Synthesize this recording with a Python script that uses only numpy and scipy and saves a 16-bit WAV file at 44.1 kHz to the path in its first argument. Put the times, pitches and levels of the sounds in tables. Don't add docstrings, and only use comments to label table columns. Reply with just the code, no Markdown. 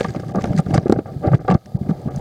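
import sys
import numpy as np
from scipy import signal
from scipy.fft import rfft, irfft, next_fast_len
from scipy.io import wavfile
from scipy.ndimage import uniform_filter1d, map_coordinates

SR = 44100
rng = np.random.default_rng(int(sys.argv[2]) if len(sys.argv) > 2 else 0)


def boost(x):
    u = np.asarray(x, float) / 20
    return 10 ** u


def materialize(psi):
    bounded = np.clip(np.atleast_2d(psi).T, -1, 1)
    quanta = np.round(bounded * 32767).astype(np.int16)
    wavfile.write(sys.argv[1], SR, quanta)


N = 97240


def unit(x):
    return x / np.sqrt(np.mean(x ** 2, axis=-1, keepdims=True) + 1e-20)


def wobble(rate):
    knots = rng.standard_normal(int(N * rate / SR) + 4)
    return map_coordinates(knots, [np.arange(N) * rate / SR])


def noise_rows(rows, t):
    return rng.standard_normal((len(rows), len(t)))


# [f/Hz, lift/dB]
RINGS = [(480, 10), (590, 8), (775, 5), (1190, 7.5), (1640, 8), (2090, 6), (4800, 5), (6250, 2.5)]
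RING_Q = 20


def coloured(x, points):
    m = next_fast_len(x.shape[-1] + 8192)
    hz = np.fft.rfftfreq(m, 1 / SR)
    f, v = np.transpose(points)
    db = np.interp(np.log(hz + 1), np.log(f + 1), v)
    for centre, lift in RINGS:
        db = db + lift / (1 + (2 * RING_Q * (hz - centre) / centre) ** 2)
    cepstrum = irfft(np.log(boost(np.maximum(db, -100))), m)
    cepstrum[1:m // 2] *= 2
    cepstrum[m // 2 + 1:] = 0
    return irfft(rfft(x, m) * np.exp(rfft(cepstrum)), m)[..., :x.shape[-1]]


def bursts(rows, wide, tail, carrier):
    rows = np.array(rows)
    offset = np.arange(-2048, 4096)
    t = offset / SR
    sigma = wide * rows[:, 2:3]
    env = np.exp(-0.5 * (t / (sigma * np.where(t < 0, 1, tail))) ** 2)
    wave = env * carrier(rows, t)
    wave *= np.sqrt((env ** 2).sum(1) / (wave ** 2).sum(1))[:, None]
    margin = 4096
    at = (np.round(rows[:, :1] * SR).astype(int) + offset + margin).ravel()

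    def lay(v):
        return np.bincount(at, (boost(rows[:, 1:2]) * v).ravel(), N + 16384)[margin:][:N]

    return lay(wave), lay(env)


def swing(rows, t, sag, scatter):
    cycles = rows[:, 3:4] * t * (1 - sag * np.tanh(t / rows[:, 2:3]))
    start = scatter * (rng.random((len(rows), 1)) - 0.5)
    return np.sin(2 * np.pi * (cycles + start))


def halo(env, db, points):
    trail_s, lead_over_trail = 0.0048, 0.3
    t = np.arange(-4096, 4097) / SR
    shape = np.exp(-np.abs(t) / (trail_s * np.where(t < 0, lead_over_trail, 1)))
    spread = signal.fftconvolve(env ** 2, shape / shape.sum(), "same")
    rough = rng.standard_normal(N) * boost(3.14 * wobble(160))
    return boost(db) * np.sqrt(np.abs(spread)) * unit(coloured(rough, points))


def patchy(x):
    z = signal.stft(x, nperseg=128)[2]
    field = uniform_filter1d(rng.standard_normal(z.shape), size=4, axis=0)
    field = uniform_filter1d(field, size=3, axis=1)
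    patch_db = 4.5 * field / field.std()
    y = signal.istft(z * boost(patch_db), nperseg=128)[1][:N]
    return y * np.std(x) / np.std(y)


STARVED = [
    0.332,
    1.394,
    1.781,
    2.097,
]


def kept():
    half_s = 0.0075
    t = np.arange(N) / SR
    return 1 - 0.88 * sum(np.exp(-((t - c) / half_s) ** 6) for c in STARVED)


# [f/Hz, level/dB per Hz]
HISS = [(760, -35), (1300, 15.5), (1460, -31.5), (3470, -0.5), (4700, 0), (5500, -7), (15800, -9)]


def preamp_hiss(x):
    hiss_db, recover_s, knee_db = -58, 0.12, -19
    squeeze = 0.99
    keep = np.exp(-1 / (recover_s * SR))
    level_db = 10 * np.log10(signal.lfilter([1 - keep], [1, -keep], x ** 2) + 1e-9)
    duck = boost(hiss_db - squeeze * np.maximum(level_db - knee_db, 0))
    return kept() * duck * unit(coloured(rng.standard_normal(N), HISS))


def grains(rate, spread_db, points):
    size = boost(spread_db * rng.exponential(size=N))
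    hits = (rng.random(N) < rate / SR) * size * rng.choice([-1, 1], N)
    return unit(coloured(unit(hits) + 0.89 * rng.standard_normal(N), points))


# [f/Hz, level/dB per Hz]
WALL = [(13, -87.5), (22, -19.5), (54, -12.5), (119, 1), (180, -0.5), (237, -9.5), (400, -10.5), (520, -40),
        (880, -120)]
# [f/Hz, level/dB per Hz]
RUB = [(150, -22.5), (260, -14), (760, -0.5), (1020, -22.5), (1220, -25), (1500, -42), (2400, -34.5),
       (4000, -100)]
# [f/Hz, level/dB per Hz]
GRIT = [(1060, -3.5), (1700, 2.5), (2500, -5), (3800, -4.5), (6200, -8), (8600, -12.5), (10000, -22),
        (15800, -35)]
# [t/s, push level/dB, grit level/dB]
SWIRL = [(0, -30, -39.5), (.2, -36, -56.5), (.32, -35.5, -53), (0.549, -25, -50), (.645, -36.5, -58.5),
         (.7, -25.5, -49), (.82, -30, -56.5), (1.03, -34, -63.5), (1.14, -36, -60), (1.205, -33, -59),
         (1.4, -36, -59.5), (1.645, -47, -66.5), (1.72, -36, -67), (1.88, -33.5, -61.5), (2.2, -30, -53.5)]


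def swirl():
    s, push_db, grit_db = np.transpose(SWIRL)
    t = np.arange(N) / SR
    push = np.interp(t, s, push_db)
    grit = np.interp(t, s, grit_db)
    flutter = 1.3 * wobble(14) + 2.5 * wobble(45)
    pushes = boost(push + 1.5 + flutter + 3.3 * wobble(24)) * grains(400, 2.34, WALL)
    rubs = boost(push - 8 + 1.11 * flutter + 2.2 * wobble(29.68)) * grains(980, 2.8, RUB)
    spits = patchy(grains(1200, 2, GRIT)) * boost(2.2 * wobble(90))
    fizz = kept() * boost(grit + 1.5 + 0.6 * flutter) * spits
    return pushes + rubs + fizz


# [start t/s, level/dB, fade/s, brightness/dB]
TICKS = [(0.008, -21, 0.0025, -5), (0.045, -22, 0.0038, -8), (0.105, -49, 0.0025, 6),
         (0.107, -48, 0.0029, 0), (0.149, -43, .003, -4), (0.162, -38.5, 0.0034, -5),
         (0.198, -44.5, 0.0074, 2), (0.35, -58, 0.0014, -6), (0.358, -43.5, .002, 9.5),
         (0.409, -41, 0.012, -6), (0.421, -39.5, .002, 4), (0.441, -26.5, 0.002, -0.5),
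         (0.457, -41, .002, 5.5), (0.474, -43, 0.0013, 2), (0.533, -41, 0.002, -2.5),
         (0.564, -41.5, 0.0063, 3), (0.576, -36, 0.016, 2), (0.585, -40, 0.0018, 5.5),
         (0.59, -34, 0.0056, -4), (0.602, -40.5, 0.0025, 3), (0.663, -48, .003, 0), (0.708, -43, .003, -6),
         (0.7385, -33.5, .003, -2), (0.742, -30, 0.0096, 2.5), (0.76, -33.5, 0.0056, -2),
         (0.772, -36, 0.0031, -3), (0.778, -23, 0.0027, -7), (0.798, -47, 0.0012, -4),
         (0.882, -39, .0015, -1), (0.897, -32, 0.0017, -3), (0.915, -49.5, .002, 7),
         (0.924, -26, 0.0025, 2.5), (0.986, -48.5, .006, -4), (1.262, -50.5, .004, -4.5),
         (1.271, -45, 0.0039, -3.5), (1.32, -45, 0.002, -2), (1.327, -46.5, .005, 1.5),
         (1.344, -33.5, 0.0077, -7), (1.481, -26, 0.0024, -9.5), (1.501, -28.5, 0.0052, -9),
         (1.512, -29.5, 0.0077, -5), (1.542, -37.5, 0.0027, -3), (1.546, -40, 0.0043, -0.5),
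         (1.659, -46, 0.0031, 2), (1.889, -50, 0.02, 0.5), (2.017, -53, 0.0012, 6),
         (2.161, -40, .002, 10.5), (2.184, -56, .002, 16)]


def ticks():
    s, db, fade, bright_db = np.transpose(TICKS)
    rise_s, bright_hz = 0.00058, 4960

    def carrier(rows, t):
        spectrum = rfft(coloured(noise_rows(rows, t), GRIT))
        hz = np.fft.rfftfreq(len(t), 1 / SR) + 1
        high = 1 / (1 + (bright_hz / hz) ** 4)
        return irfft(spectrum * boost(bright_db[:, None] * (2 * high - 1)), len(t))

    rows = np.c_[s, db, np.full(len(s), rise_s)]
    x, env = bursts(rows, 0.88, fade[:, None] / rise_s, carrier)
    return patchy(boost(2) * (x + halo(env, -21.5, GRIT)))


# [f/Hz, level/dB per Hz]
SHELL = [(150, -14.5), (260, -1), (699, -5.5), (779, -2.5), (1010, -34), (1200, -15), (1360, -17.5),
         (1670, -25), (2700, -39.5), (3510, -49.5), (5940, -120)]
# [t/s, peak level/dB]
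TAPS = [(0.196, -21.5), (0.54, -46), (0.663, -21.5), (1.058, -22.5), (1.392, -24.5), (1.41, -23),
        (1.447, -22.5), (1.861, -33), (1.892, -17.5), (1.96, -27.5), (2.072, -27), (2.146, -27.5)]


def taps():
    rise_s = 0.001216
    rows = [(s + rise_s, db - 8, rise_s) for s, db in TAPS]

    def struck(body):
        return bursts(rows, 0.67, 10, lambda r, t: coloured(noise_rows(r, t), body))[0]

    return struck(SHELL) + boost(2) * struck(WALL)


# [t/s, level/dB, length/s, f/Hz]
KNOCKS = [(0.01, -9, 0.0048, 586), (0.049, -18, 0.0076, 945), (0.149, -19.5, 0.0027, 694),
          (0.165, -28.5, 0.015, 596), (0.235, -26.5, 0.008, 800), (0.349, -13, 0.0043, 790),
          (0.361, -15, 0.0044, 750), (0.375, -16.5, 0.0036, 720.0), (0.386, -16.5, 0.0064, 780),
          (0.443, -13.5, 0.0048, 520), (0.295, -32.5, 0.0097, 804), (0.593, -15.5, 0.0058, 583),
          (0.746, -13, 0.013, 638), (0.78, -16, 0.0067, 731), (0.864, -22, 0.011, 500),
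          (0.9, -12.5, 0.0038, 476), (0.927, -12, 0.0035, 510), (0.963, -19, 0.005, 580),
          (0.991, -18.0, 0.0056, 605), (0.455, -21, 0.0054, 700), (1.085, -31.5, 0.025, 700),
          (1.238, -20, 0.014, 720), (1.256, -18.5, 0.027, 600), (1.278, -13.5, 0.0059, 594),
          (1.318, -17.5, 0.0031, 565), (1.334, -12.5, 0.0073, 615), (1.347, -14, 0.0027, 620),
          (1.485, -11, 0.011, 814), (1.502, -14.5, 0.00057, 660), (1.511, -10, 0.0032, 815),
          (1.52, -16.5, 0.014, 918), (1.549, -11, 0.0047, 745), (1.911, -23.5, 0.0043, 610),
          (2.087, -27, 0.0062, 800), (2.105, -31, 0.021, 600)]


def knocks():
    tone = 0.31
    upper_hz, upper_db = 1170, -12.5

    def carrier(rows, t):
        upper_gain = boost(upper_db + 24 * np.log2(rows[:, 3:4] / 600))
        upper = upper_gain * np.sin(2 * np.pi * (upper_hz * t + rng.random((len(rows), 1))))
        ring = np.sqrt(2) * (swing(rows, t, 0.063, 1.0) + upper)
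        rough = unit(coloured(noise_rows(rows, t), SHELL))
        return tone * ring + (1 - tone) * rough

    x, env = bursts(KNOCKS, 0.3, 2.63, carrier)
    return boost(-3) * x + halo(env, -7, SHELL)


# [t/s, level/dB, length/s, f/Hz]
THUMPS = [(0.011, -18, 0.0024, 176), (0.052, -23.5, 0.011, 178), (0.363, -23, 0.017, 190),
          (0.38, -21.5, 0.021, 200), (0.443, -18.5, 0.0058, 220), (0.508, -20.5, 0.002, 161),
          (0.164, -24.5, 0.0093, 198), (0.236, -38, 0.0085, 154), (0.478, -22, 0.0078, 170),
          (0.554, -19, 0.02, 182), (0.58, -20.5, 0.016, 170), (0.598, -14.5, 0.014, 155),
          (0.668, -25.5, 0.008, 148), (0.688, -21.5, 0.0038, 199), (0.71, -18, 0.0037, 230),
          (0.741, -14.5, 0.0094, 140), (0.749, -20.5, 0.0077, 163), (0.754, -22.5, 0.0054, 316),
          (0.76, -9.5, 0.0027, 173), (0.784, -13, 0.011, 137), (0.86, -11.5, 0.0023, 324),
          (0.868, -20.5, 0.006, 312), (0.8985, -5.5, 0.0024, 306), (0.908, -13.5, 0.0062, 192),
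          (0.918, -22.5, 0.0074, 185), (0.926, -6, 0.0029, 346), (0.935, -20.5, 0.0056, 211),
          (0.962, -18.5, 0.0017, 159), (0.976, -19.5, 0.0096, 150), (0.991, -15.5, 0.0045, 306),
          (1.168, -25.5, 0.0098, 120), (1.262, -22.5, 0.0065, 275), (1.279, -10.5, 0.0083, 132),
          (1.33, -14.5, 0.03, 141.6), (1.346, -10, 0.016, 138), (1.502, -16, 0.011, 163),
          (1.519, -16, 0.016, 181), (1.535, -13.5, 0.014, 163), (1.554, -9, 0.0072, 154.4),
          (1.754, -18, 0.01, 130), (1.817, -16, 0.0063, 159), (1.868, -25.5, 0.0045, 189),
          (1.897, -13.5, 0.0067, 190), (1.917, -17.5, 0.014, 174), (2.062, -20, 0.0052, 162.0),
          (2.076, -20.5, 0.0062, 177), (2.15, -29, 0.016, 134), (2.165, -26.5, 0.008, 142),
          (2.178, -24.5, 0.0097, 167)]


def thumps():
    x, env = bursts(THUMPS, 0.45, 0.85, lambda r, t: swing(r, t, 0.1, 0.2))
    return boost(4.5) * x + halo(env, -6, WALL)


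def scene():
    return (swirl() + ticks() + taps() + knocks() + thumps())[None]


def band_limit(x):
    return signal.sosfilt(signal.butter(12, 15950, fs=SR, output="sos"), x)


def record(dry):
    low_cut = signal.butter(1, 13.3, "high", fs=SR, output="sos")
    x = signal.sosfiltfilt(low_cut, dry)
    x = x + preamp_hiss(x)
    x = x / (1 + np.abs(x / 0.98) ** 6) ** (1 / 6)
    return band_limit(x)


dry = scene()
out = record(dry)
materialize(out)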